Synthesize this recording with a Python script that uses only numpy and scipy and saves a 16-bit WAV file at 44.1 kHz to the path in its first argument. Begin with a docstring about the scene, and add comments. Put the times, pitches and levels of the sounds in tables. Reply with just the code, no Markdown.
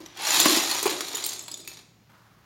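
"""Plastic bricks poured into a bin

Small bricks slide off a dustpan into a half-full plastic bin in a bare playroom. Each contact rings a
brick, knocks the pile and drums on the bin. Two clumps land with a thump, then the last bricks click
down one by one. A low hum and a faint rustle remain."""
import sys
import numpy as np
from scipy import signal
from scipy.fft import rfft, irfft, next_fast_len
from scipy.io import wavfile
from scipy.ndimage import uniform_filter1d

SR = 44100
rng = np.random.default_rng(int(sys.argv[2]) if len(sys.argv) > 2 else 0)


def master_out(mix):
    """Clip the mix to full scale and print it as 16-bit PCM to the path in sys.argv[1]."""
    frames = np.transpose(np.atleast_2d(mix))
    ceiling = np.clip(frames, -1, 1)
    pcm = np.round(ceiling * 32767).astype(np.int16)
    wavfile.write(sys.argv[1], SR, pcm)


N = 108045
T = np.arange(N) / SR
HIT_S = np.arange(SR // 8) / SR  # time axis of one impact
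ATTACK_S = .00024


def amp(db):
    """Decibels to gain."""
    return 10 ** (np.asarray(db) / 20)


def unit(x):
    """Scale to rms 1."""
    return x / np.sqrt(np.mean(x ** 2) + 1e-20)


def fade(t, t60):
    """Exponential decay, 60 dB down at t60."""
    return np.exp(-np.log(1000) * t / np.maximum(t60, 1e-4))


def along(points, hz):
    """Interpolate (frequency, value) points on a log axis."""
    points_hz, values = np.transpose(points)
    return np.interp(np.log(hz + 1), np.log(points_hz + 1), values)


def curves(rows):
    """One value per sample for each column after the time."""
    times_s, *columns = np.transpose(rows)
    return [np.interp(T, times_s, column) for column in columns]


def filtered(x, response):
    """Apply a frequency response."""
    size = next_fast_len(len(x) + SR // 4)
    return irfft(rfft(x, size) * response(np.fft.rfftfreq(size, 1 / SR)), size)[:len(x)]


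def coloured(x, colour):
    """Apply a (frequency, gain) table."""
    return filtered(x, lambda hz: amp(along(colour, hz)))


def noise(colour, size=len(HIT_S)):
    """Coloured noise, rms 1."""
    return unit(coloured(rng.standard_normal(size), colour))


def add(track, start_s, sound):
    """Mix a sound into a track."""
    part = track[max(0, round(start_s * SR)):][:len(sound)]
    part += sound[:len(part)]


def steadied(x, size=SR // 22):
    """Even out the slow level, keep the single clicks."""
    power = np.abs(uniform_filter1d(uniform_filter1d(x ** 2, size), size))
    return x / np.sqrt(power + .001 * power.mean())


# room noise spectrum (frequency [Hz], density [dB])
AMBIENT_COLOUR = [(25,-24), (55,1), (90,-7), (180,0), (240,-10), (400,-20), (700,-19.5), (1100,-19.5),
                  (2500,-24), (6800,-29.5), (8200,-39), (16000,-32)]
def room_tone(noise_db=-59.5, hum_hz=111.3, hum_db=-61):
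    """Steady room noise and a low hum."""
    return amp(noise_db) * noise(AMBIENT_COLOUR, N) + amp(hum_db) * np.sin(2 * np.pi * hum_hz * T)


# rustle spectrum (frequency [Hz], density [dB])
RUSTLE_COLOUR = [(300, -15.5), (700, -6), (1100, -0.5), (1700, -5.5), (2600, -14.5), (5000, -18),
                 (8000, -25.5), (15000, -26.5)]
def rustle(start_s=2.088, rise_s=.0131, level_db=-58, fall_db_per_s=21):
    """A faint, flickering rustle after the pour."""
    since_s = np.maximum(T - start_s, 0)
    envelope = np.minimum(since_s / rise_s, 1) * amp(level_db - fall_db_per_s * since_s)
    hiss = noise(RUSTLE_COLOUR, N)
    flicker_db = 1.65 * unit(uniform_filter1d(rng.standard_normal(N), size=400))
    return envelope * hiss * amp(flicker_db)


# thud spectrum (frequency [Hz], density [dB])
THUD_COLOUR = [(25, -23.5), (50, 2), (68, 8), (100, -14), (200, -43), (600, -80)]
# thuds in the floor (time [s], level [dB], rise [s], t60 [s])
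THUDS = [(0.863, -52.5, .004, .3), (1.599, -57, 0.089, 0.76)]
def floor_thuds():
    """Faint, dull thuds in the floor."""
    out = np.zeros(N)
    for start_s, db, rise_s, t60_s in THUDS:
        envelope = np.minimum(T / rise_s, 1) * fade(T, t60_s)
        add(out, start_s, amp(db) * noise(THUD_COLOUR, N) * envelope)
    return out


# room decay (frequency [Hz], t60 [s])
ROOM_DECAY = [(150, 0.35), (400, 0.79), (1000, 0.67), (4500, 0.51), (8000, 0.55), (15000, 0.16)]
def echo(early_db=-8.5, early_t60_s=.023, tail_db=-6, build_s=.004):
    """Impulse response: quick echoes off the bin and floor, then the room's tail."""
    hz, frame_s, spectrum = signal.stft(rng.standard_normal(SR // 2), SR, nperseg=256)
    decay = fade(frame_s, along(ROOM_DECAY, hz)[:, None])
    _, tail = signal.istft(spectrum * decay, SR, nperseg=256)
    t = np.arange(len(tail)) / SR
    tail *= 1 - np.exp(-t / build_s)
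    early = rng.standard_normal(len(t)) ** 3 * fade(t, early_t60_s) * (t > .001)
    return amp(tail_db) * tail / np.linalg.norm(tail) + amp(early_db) * early / np.linalg.norm(early)


def room(x, size=4096):
    """Bricks land in ever new places, so each block gets new echoes."""
    out, hop = np.zeros(N + size), size // 2
    padded = np.pad(x, (hop, size))
    for start in range(0, N, hop):
        block = padded[start:start + size] * np.hanning(size)
        add(out, start / SR, signal.fftconvolve(block, echo()))
    return out[hop:hop + N]


# bin resonances (frequency [Hz], width [Hz], gain [dB])
BIN_MODES = [(120.7, 13, -13.5), (186, 37, -15.5), (243, 47, -9), (300.6, 26, 0), (353, 36, 0.5),
             (401.3, 79, -5.5), (605, 290, -14)]
def bin_response(hz, lowcut_hz=130):
    """The bin's floor and walls resonate but radiate little bass."""
    modes = sum((-1) ** k * amp(db) * 1j * hz * width_hz / (mode_hz ** 2 - hz ** 2 + 1j * hz * width_hz)
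                for k, (mode_hz, width_hz, db) in enumerate(BIN_MODES))
    return (1j * hz / (lowcut_hz + 1j * hz)) ** 2 * modes


# wall slap spectrum (frequency [Hz], density [dB])
SLAP_COLOUR = [(30, -47), (100, -23.5), (200, -10.5), (550, -4.5), (780, 1), (1120, 3), (1400, -13),
               (2200, -7.5), (4000, -20.5), (12000, -17.5)]
# blows on the bin (time [s], level [dB], boom [Hz], relative slap [dB])
BIN_BLOWS = [(.003, -38, 348, -8), (0.034, -40, 340, -24), (0.4572, -13.5, 301, 1), (0.568, -20.5, 324, -5),
             (.747, -36, 353, 7.5), (.829, -33, 420, 6), (0.8562, -14, 392, -5), (.866, -33.5, 426, 14.5),
             (1.005, -32.5, 324, -22), (1.14, -34.5, 432, -5), (1.4805, -41.5, 947, -5.5),
             (1.681, -44.5, 336, -11)]
def bin_thumps(boom_peak_s=.0045, slap_t60_s=.045):
    """Bricks strike the loaded bin: it booms for a few cycles and its wall slaps."""
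    out = np.zeros(N)
    boom_envelope = (HIT_S / boom_peak_s * np.exp(1 - HIT_S / boom_peak_s)) ** 2
    slap_envelope = fade(HIT_S, slap_t60_s) * (1 - np.exp(-HIT_S / ATTACK_S))
    for start_s, db, hz, slap_db in BIN_BLOWS:
        boom = np.sin(2 * np.pi * hz * HIT_S) * boom_envelope
        slap = amp(slap_db) * noise(SLAP_COLOUR) * slap_envelope
        add(out, start_s, amp(db) * (boom + slap))
    return out


# pile knock spectrum (frequency [Hz], density [dB])
PILE_COLOUR = [(60, -59), (200, -23.5), (450, -7.5), (600, -4.5), (800, 1), (1100, 2.5), (1400, -2),
               (2100, 0), (3000, -0.5), (5000, -4.5), (12000, -31.5)]
def pile_knock(t60_s=.033):
    """A knock on the pile: a short burst of noise."""
    return noise(PILE_COLOUR) * fade(HIT_S, t60_s)


# modes of a brick (frequency [Hz], level [dB], t60 [s])
BRICK_MODES = [(2530, -7, .018), (3490, 4.5, 0.0077), (4000, -5, 0.053), (4352, 1.5, 0.02),
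               (4780, -4.5, 0.057), (5715, 1, 0.024), (6850, 2.5, 0.04), (7284, -3, 0.046),
               (8800, -5, 0.023), (10060, 2, 0.02), (12100, -4.5, 0.048), (14420, -4, .014)]
def brick(rattle_width_hz=0, size_spread=.0421, mode_spread_db=5.5, crack_db=5.5, crack_t60_s=.0076):
    """A brick of random size cracks and rings; rattling against neighbours widens its modes."""
    hz, db, t60_s = np.transpose(BRICK_MODES)[:, :, None]
    size, strength, phase = rng.standard_normal((3, len(BRICK_MODES), 1))
    hz = hz * np.exp(size_spread * size)
    gains = amp(db + mode_spread_db * strength)
    rattle = np.cumsum(rng.standard_normal(len(HIT_S))) * np.sqrt(2 * np.pi * rattle_width_hz / SR)
    modes = np.sin(2 * np.pi * (hz * HIT_S + phase) + rattle) * fade(HIT_S, t60_s)
    ring = (gains * modes).sum(0) / np.linalg.norm(gains)
    crack = amp(crack_db) * rng.standard_normal(len(HIT_S)) * fade(HIT_S, crack_t60_s)
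    return (ring + crack / 2) / (1 + amp(crack_db))


# colour of the bricks' ring (frequency [Hz], gain [dB])
RING_EQ = [(100, -43.5), (800, -5), (2000, -1.5), (3500, 5), (7000, 0), (8200, -1), (12000, 0.5),
           (16000, -8.5)]
def bright(ring):
    """Small bricks ring with much treble and little bass."""
    return coloured(ring, RING_EQ)


# edge snap spectrum (frequency [Hz], density [dB])
SNAP_COLOUR = [(2000, -23), (6000, -9), (9000, 3), (12500, -5), (16000, 1.5)]
# single bricks (time [s], level [dB], main mode [Hz], relative mode [dB], knock [dB], snap [dB])
LANDINGS = [(.0608,-40.5,5870,4.5,4.5,-22), (.1545,-48,5670,-6,-6,-20), (.172,-33,3280,-5,-20,-8.5),
            (.2205,-35,10400,5,-10,-12.5), (.2533,-33,4360,8,-16,-15), (.2698,-23,5660,5,2.5,-17.5),
            (0.3064,-21.5,7090,6,-24.5,-15.5), (0.342,-21,7000,-2,-1,4.5), (.4,-14.5,6950,-0.5,-4,5),
            (.407,-17.5,7140,1,-23,2), (.428,-23,7270,7,-12,-14.5), (.482,-25,4260,8,-10,-16.5),
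            (.5646,-20,3290,-6,2,-1.5), (.571,-21.5,5130,-1,5,-4), (0.698,-30,11130,3,-16,-2),
            (0.7132,-20,4295,-2.5,-1,-0.5), (.8283,-21.5,7080,-20,-2.5,2.5), (0.863,-32.5,4240,-8,-15,5),
            (0.901,-22.5,4000,-19,-12,-3), (1.0071,-20,3620,-24,-1.5,-7.5), (1.0844,-32,4130,-8,-2,-6.5),
            (1.1493,-27.5,6860,6,-18,-18), (1.1542,-25.5,3620,-7,-9,-2), (1.170,-24,3150,-10,-8.5,-7.5),
            (1.2396,-22.5,7530,0,-15,-7), (1.241,-29.5,4780,-4,-16,-13), (1.2475,-30,8720,6.5,-27,-1),
            (1.2575,-26,4110,-5,-25,-7), (1.2635,-26,12100,6.5,-16,8), (1.2895,-22,6450,-14,-21.5,-8.5),
            (1.294,-34.5,6470,8.5,-14,-7.5), (1.332,-27,4640,-11,-11,-5), (1.3927,-28.5,7650,1,-16,-12),
            (1.424,-49,12850,10,-8.5,-8), (1.4398,-49,9700,9.5,-14,-8), (1.4811,-33.5,4120,-4,1.5,-6),
            (1.4832,-37.5,7660,6.5,-5,-10.5), (1.5148,-33,7740,2,-22,-8.5), (1.518,-36,4940,0,-6,-3),
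            (1.5410,-32.5,6850,6.5,-16,-14.5), (1.5415,-37,3570,0,-14,-14.5), (1.575,-43,8800,0,-16,2),
            (1.6028,-37.5,4130,-6,-12,-11), (1.6135,-47,4880,2.5,-10.5,-3.5), (1.6482,-49,2430,1,-16,-0.5),
            (1.6757,-27,6650,-7.5,-16,-7.5), (1.676,-38.5,2604,-0.5,-14,-14),
            (1.685,-32.5,4200,-13,-28.5,-16.5), (1.7729,-48.5,4660,-3,-17,-12)]
def clicks(trim_db=1.5, mode_t60_cycles=184, snap_peak_s=.0019):
    """Single bricks stand out: a ring with one main mode, a knock on the pile, a hard edge's snap."""
    out = np.zeros(N)
    attack = 1 - np.exp(-HIT_S / ATTACK_S)
    snap_envelope = HIT_S / snap_peak_s * np.exp(1 - HIT_S / snap_peak_s)
    for start_s, db, hz, mode_db, knock_db, snap_db in LANDINGS:
        mode = amp(mode_db) * np.sin(2 * np.pi * hz * HIT_S) * fade(HIT_S, mode_t60_cycles / hz)
        knock = amp(knock_db) / 2 * pile_knock()
        snap = amp(snap_db) / 2 * noise(SNAP_COLOUR) * snap_envelope
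        ring = 2 * bright(brick(rattle_width_hz=119))
        add(out, start_s, amp(db + trim_db) * ((ring + mode + knock) * attack + snap))
    return out


# flow of bricks (time [s], contacts [1/s])
CONTACT_RATE = [(0, 560), (.17, 1300), (.3, 2100), (.55, 1670), (.9, 1025), (1.3, 600), (1.5, 340),
                (1.9, 353)]
# pour levels before trim (time [s], brick ring [dB], pile clatter [dB], bin drumming [dB])
POUR_LEVELS = [(0,-53.5,-56.5,-48.5), (.14,-66,-55.5,-70), (.19,-43,-39,-50.5), (.26,-29,-33.5,-51.5),
               (.32,-24.5,-26.5,-46), (.39,-21.5,-28,-39.5), (.45,-23.5,-27,-35), (.5,-21.5,-28,-30.5),
               (.58,-26.5,-31,-40), (.66,-30,-35.5,-47.5), (.79,-30.5,-34.5,-47), (.82,-35.5,-44,-48.5),
               (.89,-30.5,-30,-36.5), (.97,-39.5,-45,-44), (1.06,-38.5,-47.5,-58), (1.17,-37.5,-41,-49.5),
               (1.33,-39,-49.5,-56), (1.45,-53,-62,-60), (1.57,-51.5,-65,-57), (1.66,-54,-71.5,-61.5),
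               (1.7,-48,-58,-62.5), (1.79,-50.5,-57.5,-62.5), (1.88,-78.5,-92.5,-75.5)]
def pour(brick_count=48, spread_db=4.5, ring_trim_db=-.5, bin_trim_db=1.5, top_hz=7100, top_db_per_db=.16):
    """Random contacts: each rings one of many bricks, knocks the pile and drums on the bin."""
    rate_per_s, = curves(CONTACT_RATE)
    contacts = rng.random(N) < rate_per_s / SR
    strength = amp(spread_db * np.minimum(rng.standard_normal(N), 2))
    which_brick = rng.integers(brick_count, size=N)
    blows = contacts * strength * rng.choice([-1, 1], N)
    ring, pile = np.zeros((2, N))
    for k in range(brick_count):
        own_blows = blows * (which_brick == k)
        ring += signal.oaconvolve(own_blows, brick())[:N]
        pile += signal.oaconvolve(own_blows, pile_knock())[:N]
    ring_db, pile_db, bin_db = curves(POUR_LEVELS)
    ring = steadied(bright(ring))
    top = filtered(ring, lambda hz: 1 - 1 / (1 + (hz / top_hz) ** 8))
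    ring += top * (amp(top_db_per_db * (ring_db - ring_db.max())) - 1)  # gentler fall, less treble
    drumming = steadied(filtered(blows, bin_response))
    return (amp(ring_db + ring_trim_db) * ring + amp(pile_db) * steadied(pile)
            + amp(bin_db + bin_trim_db) * drumming)


def scene(thump_send_db=-3.5):
    """Falling bricks and the bin in the room, mono."""
    bricks = pour() + clicks()
    thumps = bin_thumps()
    echoes = room(bricks + amp(thump_send_db) * thumps)
    return (bricks + thumps + echoes + floor_thuds() + rustle() + room_tone())[None]


def record(dry, lowcut_hz=65, top_hz=16100):
    """A small microphone: no deep bass, nothing above the band limit."""
    response = lambda hz: (1j * hz / (lowcut_hz + 1j * hz)) ** 2 * (hz < top_hz)
    return np.array([filtered(x, response) for x in dry])


dry = scene()
out = record(dry)
master_out(out)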